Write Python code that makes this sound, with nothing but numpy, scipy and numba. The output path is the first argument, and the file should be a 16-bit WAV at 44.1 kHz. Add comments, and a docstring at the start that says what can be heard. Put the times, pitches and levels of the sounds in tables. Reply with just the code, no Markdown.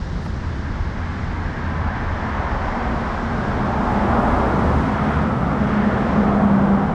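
"""Three cars roll through an underpass after a more distant one, from the pavement under the bridge deck.
They pass 3.5 to 8 m from one microphone. Tyre roar is coloured noise set by each car's distance and bearing,
with gliding resonances; the air ring inside the tyres and the low engine drones are wavering sines.
Behind lie bridge throb, far traffic and tree hiss as noise, and a steady hum as a sine;
close by, a small knock sums damped modes and brief rustles are swells of high noise."""
import sys
import numpy as np
from scipy import signal
from scipy.fft import rfft, irfft, next_fast_len
from scipy.io import wavfile
from scipy.ndimage import uniform_filter1d
from numba import njit

SR = 44100
rng = np.random.default_rng(int(sys.argv[2]) if len(sys.argv) > 2 else 0)


def store_wav(level_fs):
    """Save 16-bit WAV to argv[1]."""
    pcm = np.round(np.clip(np.atleast_2d(level_fs), -1, 1) * 32767)
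    wavfile.write(sys.argv[1], SR, pcm.T.astype(np.int16))


N = 306054
T = np.arange(N) / SR


def undb(db):
    """Decibels to gain."""
    return 10 ** (np.asarray(db) / 20)


def curves(table):
    """Columns of a table, the first being seconds, drawn as straight lines through every sample."""
    s, *columns = np.transpose(table)
    return [np.interp(T, s, c) for c in columns]


def colour(x, points, skirt_db=-30):
    """Filter by (Hz, dB) points joined on a log axis; outside them the gain changes by skirt_db an octave."""
    hz, db = np.transpose(points)
    size = next_fast_len(N)
    octave = np.log2(np.arange(size // 2 + 1) * SR / size + 1)
    below = np.maximum(np.log2(hz[0]) - octave, 0)
    above = np.maximum(octave - np.log2(hz[-1]), 0)
    gain = undb(np.interp(octave, np.log2(hz), db) + skirt_db * (below + above))
    return irfft(rfft(x, size) * gain, size)[:N]


def walk(rate):
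    """Random levels held about 1 / rate seconds and smoothed twice over that time; spread 1."""
    coarse = T[::64]
    hold = max(int(len(coarse) / T[-1] / rate), 1)
    steps = np.repeat(rng.standard_normal(len(coarse) // hold + 1), hold)
    smooth = uniform_filter1d(uniform_filter1d(steps, hold), hold)[:len(coarse)]
    return np.interp(T, coarse, smooth / smooth.std())


def rush(points, flicker_db, rate, band=None):
    """Coloured noise whose level flickers; rms 1 overall, or within the band (Hz)."""
    x = colour(rng.standard_normal(N), points) * undb(flicker_db * walk(rate))
    if band is None:
        return x / x.std()
    inside = signal.sosfilt(signal.butter(4, band, "bandpass", fs=SR, output="sos"), x)
    return x / inside.std()


WHEEL_HZ = 11.5  # wheel turns per second


def tone(hz, db, span, waver, rate, patchy_db, beat=0):
    """A sine wavering in pitch and level, faded over 0.04 s at the ends of its span (s)."""
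    ends = np.clip(np.minimum(T - span[0], span[1] - T) / .04, 0, 1)
    phase = 2 * np.pi * np.cumsum(hz * (1 + waver * walk(rate))) / SR
    # an uneven tyre makes the ring throb once a turn
    turn = 2 * np.pi * np.cumsum(WHEEL_HZ * (1 + 0.049 * walk(3.06))) / SR
    throb = 1 + beat * np.sin(turn)
    level = undb(db + patchy_db * walk(11.))
    return np.sqrt(2) * level * ends * throb * np.sin(phase)


@njit
def resonate(x, hz, width):
    """State-variable band-pass with a moving centre, gain 1 there."""
    y, b, l = np.empty(len(x)), 0., 0.
    for i in range(len(x)):
        g, k = np.tan(np.pi * hz[i] / SR), width / hz[i]
        v = (b + g * (x[i] - l)) / (1 + g * (g + k))
        b, l, y[i] = 2 * v - b, l + 2 * g * v, k * v
    return y


# Background levels. Each row: time in seconds, then bridge throb, town rumble and tree hiss, each in dB.
BACKGROUND_DB = [(0, -29, -28.5, -49.5), (.4, -28, -28, -51), (.9, -30, -28, -50.5), (1.5, -32, -28, -51.5),
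                 (2.1, -27, -26, -52), (2.7, -29.5, -26.5, -50.5), (3.3, -31.5, -27.5, -50.5),
                 (4.7, -34, -23.5, -50.5), (5.1, -36, -30, -52), (5.4, -40, -25.5, -55),
                 (5.7, -37, -27, -52), (5.95, -39, -25, -53.5), (6.1, -40, -26.5, -50.5),
                 (6.3, -42, -25, -55), (6.94, -35.5, -32, -57)]
# Colour of the deck's throb. Each row: frequency in Hz, gain in dB.
BRIDGE_COLOUR = [(18, -17.5), (25, -4), (35, 1), (48, -2.5), (60, -12.5)]


def bridge_throb():
    """Deep throb of the bridge: flickering noise around 35 Hz."""
    return undb(curves(BACKGROUND_DB)[0]) * rush(BRIDGE_COLOUR, flicker_db=1.5, rate=9)


# Colour of the town's rumble. Each row: frequency in Hz, gain in dB.
RUMBLE_COLOUR = [(42, -8), (55, -1.5), (65, 3.5), (75, 1.5), (92, -0.5), (110, -3.5), (140, -8.5),
                 (220, -12), (330, -15.5), (500, -23), (1000, -43.5)]


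def far_traffic():
    """Far traffic: low rumbling noise, strongest around 65 Hz."""
    return undb(curves(BACKGROUND_DB)[1]) * rush(RUMBLE_COLOUR, flicker_db=1.0, rate=10)


# Colour of the trees. Each row: frequency in Hz, gain in dB.
TREE_COLOUR = [(2800, -1.5), (3600, 0.5), (4400, -0.5), (5200, -1), (6300, -7), (7500, -13.5), (8700, -21),
               (10400, -38.5), (11500, -48)]


def tree_hiss():
    """Thin hiss from the trees: noise strongest from about 3 to 5 kHz."""
    return undb(curves(BACKGROUND_DB)[2]) * rush(TREE_COLOUR, flicker_db=0.6, rate=8.3)


# Level of the steady hum. Each row: time in seconds, level in dB.
HUM_LEVEL = [(0, -33), (.12, -29), (.45, -29), (.75, -27), (.92, -35), (1.0, -27.5), (1.4, -27.5),
             (1.5, -38), (1.65, -27), (2.05, -29), (2.7, -34), (3.0, -42), (3.5, -33), (3.8, -45),
             (6.94, -52)]


def steady_hum():
    """A hum steady near 84.2 Hz, its level drifting; its span outlasts the scene, so its ends are not heard."""
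    return tone(84.2, *curves(HUM_LEVEL), (-1, 8), .004, 5, patchy_db=1.2)


# A small knock close by. Each row: start in seconds, level in dB.
KNOCK_TIMES = [(.262, -14.5)]
# What the blow sets ringing. Each row: frequency in Hz, relative level in dB, 60 dB decay time in seconds.
STRUCK_MODES = [(620, -16, .05), (900, -9, .025), (1250, 0, .007), (1700, -1, .005), (2300, -10, .004),
                (4200, -26, .004), (8500, -36, .006)]


def knock():
    """A sharp blow sets off short modes that each die away exponentially."""
    out, t = np.zeros(N), T[:SR // 20]
    blow = (1 - np.exp(-t / .0003)) ** 2  # soft onset of the contact
    for s, level_db in KNOCK_TIMES:
        start = int(s * SR)
        for hz, db, t60 in STRUCK_MODES:
            ring = -np.sin(2 * np.pi * hz * t) * np.exp(-np.log(1000) * t / t60)
            out[start:start + len(t)] += undb(level_db + db) * blow * ring
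    return out


# Brief high rustles. Each row: time of the crest in seconds, rise in seconds, fall in seconds, level in dB.
RUSTLE_SWELLS = [(.252, .034, .022, -64), (.29, .02, .05, -73), (4.2, .03, .2, -69)]


def rustles():
    """Brief bell-shaped swells of high, quickly flickering noise."""
    swell = np.zeros(N)
    for s, rise, fall, db in RUSTLE_SWELLS:
        swell += undb(db) * np.exp(-((T - s) / np.where(T < s, rise, fall)) ** 2)
    high = rush([(6000, -15), (9000, 2), (12000, -6), (15000, -20)], flicker_db=2.5, rate=150)
    return swell * high


# Engine firing tones that stand out for a while.
# Each row: start in seconds, end in seconds, first pitch in Hz, last pitch in Hz, level in dB.
FIRING_TONES = [(1.1, 1.35, 180, 181, -39), (3.7, 4.5, 64.5, 62.5, -32), (3.3, 3.65, 120, 121, -31),
                (4.1, 4.4, 124, 123, -31.5), (4.55, 5.3, 74.5, 73.5, -29), (4.9, 5.6, 143, 157, -33),
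                (6.35, 6.9, 150, 152, -31)]


def engines():
    """Firing tones gliding as engines pass and change speed."""
    out = np.zeros(N)
    for s0, s1, hz0, hz1, db in FIRING_TONES:
        hz = np.interp(T, [s0, s1], [hz0, hz1])
        out += tone(hz, db, (s0, s1), .012, 12, patchy_db=2.5)
    return out


# Tread whines that stand out of the roar for a while. Each row: start in seconds, end in seconds,
# first pitch in Hz, last pitch in Hz, width of each of two resonances in Hz, level in dB.
TREAD_WHINES = [(1.33, 2.7, 963, 1033, 98, -40), (1.4, 2.2, 1580, 1560, 100, -41),
                (2.9, 3.7, 1600, 1560, 110, -41), (2.1, 3.4, 2000, 1950, 200, -45.5),
                (1.4, 2.9, 1810, 1780, 130, -43), (1.55, 2.3, 765, 720, 52, -44),
                (2.59, 3, 764, 720, 83, -33.5), (3, 3.2, 1060, 1070, 110, -36),
                (3.69, 4.37, 890, 766, 91, -30.5), (4.95, 5.86, 1275, 1220, 170, -32.5),
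                (5.5, 6.5, 1800, 1660, 220, -40), (3.4, 4.7, 1680, 1600, 150, -44),
                (0.77, 1.7, 2060, 2060, 200, -49), (1.7, 2.6, 1140, 1090, 90, -41.5),
                (6.4, 6.9, 1550, 1510, 130, -39.5), (6.5, 7.07, 820, 780, 130, -32.5)]


def whines():
    """Narrow gliding bands of noise, swelling and fading over each span."""
    out = np.zeros(N)
    for s0, s1, hz0, hz1, width, db in TREAD_WHINES:
        hz = np.interp(T, [s0, s1], [hz0, hz1]) * (1 + .01 * walk(5))
        once = resonate(rng.standard_normal(N), hz, 1. * width)
        band = resonate(once, hz, 1. * width)
        swell = np.sqrt(np.sin(np.pi * np.clip((T - s0) / (s1 - s0), 0, 1)).clip(0))
        out += undb(db) * swell * band / band.std()
    return out


# The cars, the first out of sight and further off. Each row: time abreast of the microphone in seconds,
# speed in m/s, lane distance in metres, tread pitch in Hz and groove pitch in Hz, both before Doppler shift.
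CAR_PASSES = [(2.74, 13.9, 7.7, 808, 1560), (4.1, 13.3, 4.99, 718, 1450), (4.54, 13.3, 3.53, 840, 1394),
              (6.259, 13.3, 7.03, 725, 1410)]


def passing():
    """For each car: metres still to go, doublings of its closest distance, cosine of approach, Doppler factor."""
    s, speed, lane = np.transpose(CAR_PASSES)[:3, :, None]
    along = speed * (s - T)
    metres = np.hypot(along, lane)
    facing = along / metres
    return along, np.log2(metres / lane), facing, 1 + speed * facing / 343  # sound travels at 343 m/s


OPEN_M = 15.5  # further up the road than this, the abutment screens a car
# Tyre layers by name, before any sway. Each row: far traffic in dB, each of four cars abreast in dB,
# dB lost per doubled distance, extra dB thrown ahead, dB lost per screened metre, dB lost per metre driven away;
# a negative loss is a gain.
TYRE_LAYERS = {"boom": (-34.5, -42, -31, -31.5, -29, 1.5, -0.5, 3.5, .05),
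               "belt": (-52.5, -46, -34, -29, -28, 3.5, 0.15, 0.06, 0.02),
               "wall": (-41, -35, -31, -24.5, -26.5, 5.5, -1.3, 0.5, -0.08),
               "roar": (-41, -29, -26.5, -23, -25.5, 4.5, -2.5, 0, 0.05),
               "groove": (-52.5, -33, -42, -33, -34, 2, -0.1, 0.28, 0.15),
               "sizzle": (-83, -80.5, -68.5, -68, -71.5, 3, -3, 2, 0.25)}


def layer(name):
    """Gain of a tyre layer, and the share that far traffic and each car have in its power."""
    far_db, *near_db, loss_db, ahead_db, screen_db, away_db = TYRE_LAYERS[name]
    along, doublings, facing, _ = passing()
    cars_db = np.array(near_db)[:, None] - loss_db * doublings + ahead_db * facing
    cars_db -= screen_db * np.maximum(along - OPEN_M, 0)
    cars_db -= away_db * np.maximum(-along, 0)
    power = undb(np.vstack([np.full(N, far_db), cars_db])) ** 2
    total = power.sum(axis=0)
    return np.sqrt(total), power / total


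def blended_pitch(share, far_hz, column):
    """Mean pitch of far traffic and the Doppler-shifted cars, weighted by power so the loudest leads."""
    car_hz = np.transpose(CAR_PASSES)[column][:, None] * passing()[-1]
    return share[0] * far_hz + (share[1:] * car_hz).sum(axis=0)


# Colour of the tyre carcass. Each row: frequency in Hz, gain in dB.
CARCASS_COLOUR = [(100, -7.5), (125, 4.5), (150, 4.5), (175, 5.5), (205, -5)]
# Colour of the tyre belt. Each row: frequency in Hz, gain in dB.
BELT_COLOUR = [(165, -18), (195, -1.5), (230, -0.5), (270, -3.5), (320, -17.5)]


def carcass_and_belt():
    """Low boom of the tyre carcass, and the belt's noise just above it."""
    carcass = layer("boom")[0] * rush(CARCASS_COLOUR, flicker_db=2.0, rate=3.82)
    return carcass + layer("belt")[0] * rush(BELT_COLOUR, flicker_db=1.0, rate=5.5, band=(228, 290))


# Colour of the sidewalls. Each row: frequency in Hz, gain in dB.
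SIDEWALL_COLOUR = [(260, -16), (320, -0.5), (400, -1), (550, -2.5), (700, -5.5)]
# Colour of the tread blocks. Each row: frequency in Hz, gain in dB.
TREAD_COLOUR = [(500, -8.5), (650, -0.5), (780, -2), (1000, 0), (1300, -2.5), (1700, -22)]
# Swells and dips of the middle of the roar. Each row: time in seconds, gain in dB.
MIDDLE_SWAY = [(0, -3), (.9, -3.5), (1.2, -2), (1.6, -.5), (2.2, 0), (3.0, -.5), (3.5, .5), (3.9, 1.5),
               (4.0, .5), (4.15, 2), (4.3, .5), (4.4, 1), (4.52, -1), (4.7, -1.5), (4.85, -3), (5.1, -.5),
               (5.4, -2), (5.8, -.5), (6.15, 1.5), (6.35, .5), (6.94, -1)]


def sidewalls_and_tread():
    """Middle of the roar: sidewall noise, and tread-block noise with a resonance at the tread pitch."""
    sidewalls = layer("wall")[0] * rush(SIDEWALL_COLOUR, flicker_db=1.17, rate=8)
    roar = rush(TREAD_COLOUR, flicker_db=0.96, rate=8)
    gain, share = layer("roar")
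    lifted = resonate(roar, blended_pitch(share, far_hz=970, column=3), 200.)
    tread = gain * (0.72 * roar + 0.54 * lifted)
    return undb(*curves(MIDDLE_SWAY)) * (sidewalls + tread)


# Colour of the air pumped from the grooves. Each row: frequency in Hz, gain in dB.
GROOVE_COLOUR = [(1000, -4), (1250, -2.5), (1700, -3), (2100, -6), (2600, -14), (3000, -16), (3300, -17),
                 (4200, -26), (6000, -39)]
# Swells and dips of the groove hiss. Each row: time in seconds, gain in dB.
GROOVE_SWAY = [(0, 0.5), (.9, .5), (2.0, -0.5), (3.2, -1), (3.6, 0), (4.6, -0.5), (5.15, 1.5), (5.35, -1),
               (5.75, 1.5), (6.1, 0.5), (6.25, -0.5), (6.94, -.5)]


def groove_air():
    """Air pumped from the grooves: broad hiss with a resonance at the groove pitch."""
    hiss = rush(GROOVE_COLOUR, flicker_db=0.62, rate=7.9)
    gain, share = layer("groove")
    lifted = resonate(hiss, blended_pitch(share, far_hz=1750, column=4), 260.0)
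    return undb(*curves(GROOVE_SWAY)) * gain * (0.84 * hiss + 0.63 * lifted)


# Colour of the grit. Each row: frequency in Hz, gain in dB.
GRIT_COLOUR = [(5500, 0), (7500, 0), (8700, -2), (10400, -6), (11500, -11), (12500, -13.5), (13500, -17),
               (14300, -26)]


def grit():
    """Grit under the tyres: a faint high sizzle."""
    return layer("sizzle")[0] * rush(GRIT_COLOUR, flicker_db=.6, rate=12, band=(9000, 13500))


# Air-ring pitch of the three near cars, before Doppler shift. Each entry: frequency in Hz.
AIR_RING_HZ = [199, 221.8, 203.3]
# Level of each near car's air ring, swelling and dropping out as pillars and echoes come between.
# One list for each car. Each row: time in seconds, level in dB.
AIR_RING_LEVELS = [
    [(3.3, -43), (3.6, -29), (3.9, -36.5), (3.97, -21.5), (4.1, -31), (4.25, -46)],
    [(2.55, -42.5), (2.83, -32.5), (3.0, -41), (3.32, -29), (3.5, -40), (4.09, -33), (4.3, -25), (4.5, -43),
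     (4.95, -27), (5.25, -29), (5.45, -42)],
    [(5.4, -36), (5.5, -25), (5.57, -31), (5.6, -19), (5.67, -22), (5.71, -30), (5.77, -17), (5.82, -21),
     (5.865, -17), (5.89, -26), (5.95, -42), (5.99, -19), (6.04, -32), (6.09, -25), (6.14, -31),
     (6.165, -16.5), (6.21, -15.5), (6.27, -20), (6.3, -18), (6.335, -21), (6.365, -15), (6.405, -26),
     (6.435, -13.5), (6.49, -17), (6.59, -16), (6.62, -24), (6.645, -14), (6.69, -21), (6.73, -15),
     (6.77, -19), (6.8, -27), (6.83, -24), (6.94, -33)],
]


def air_rings():
    """The ring of air inside the tyres hums at its own pitch, Doppler shifted, throbbing once a wheel turn."""
    out = np.zeros(N)
    for rest_hz, doppler, level in zip(AIR_RING_HZ, passing()[-1][1:], AIR_RING_LEVELS):
        span = (level[0][0], level[-1][0])
        out += tone(rest_hz * doppler, *curves(level), span, 0.007, 25, patchy_db=1.0, beat=.1)
    return out


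def tyres():
    """All that the tyres sound: carcass, belt, sidewalls, tread blocks, groove air, grit and air rings."""
    return carcass_and_belt() + sidewalls_and_tread() + groove_air() + grit() + air_rings()


def scene():
    """All sources at one microphone."""
    background = bridge_throb() + far_traffic() + tree_hiss() + steady_hum()
    close_by = knock() + rustles()
    cars = engines() + whines() + tyres()
    return (background + close_by + cars)[None]


# Colour of the microphone port. Each row: frequency in Hz, gain in dB.
PORT_COLOUR = [(8900, 0), (9500, -5), (10400, 1), (10900, 0), (11400, -2)]


def record(dry):
    """Microphone port colour, then a steep cut of the top above 14.3 kHz."""
    edge = np.minimum(np.minimum(T, T[::-1]) / .002, 1)  # 2 ms fades
    heard = colour(dry[0] * edge, PORT_COLOUR, skirt_db=0)
    return signal.sosfilt(signal.ellip(6, .3, 40, 14300, fs=SR, output="sos"), heard)[None]


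dry = scene()
out = record(dry)
store_wav(out)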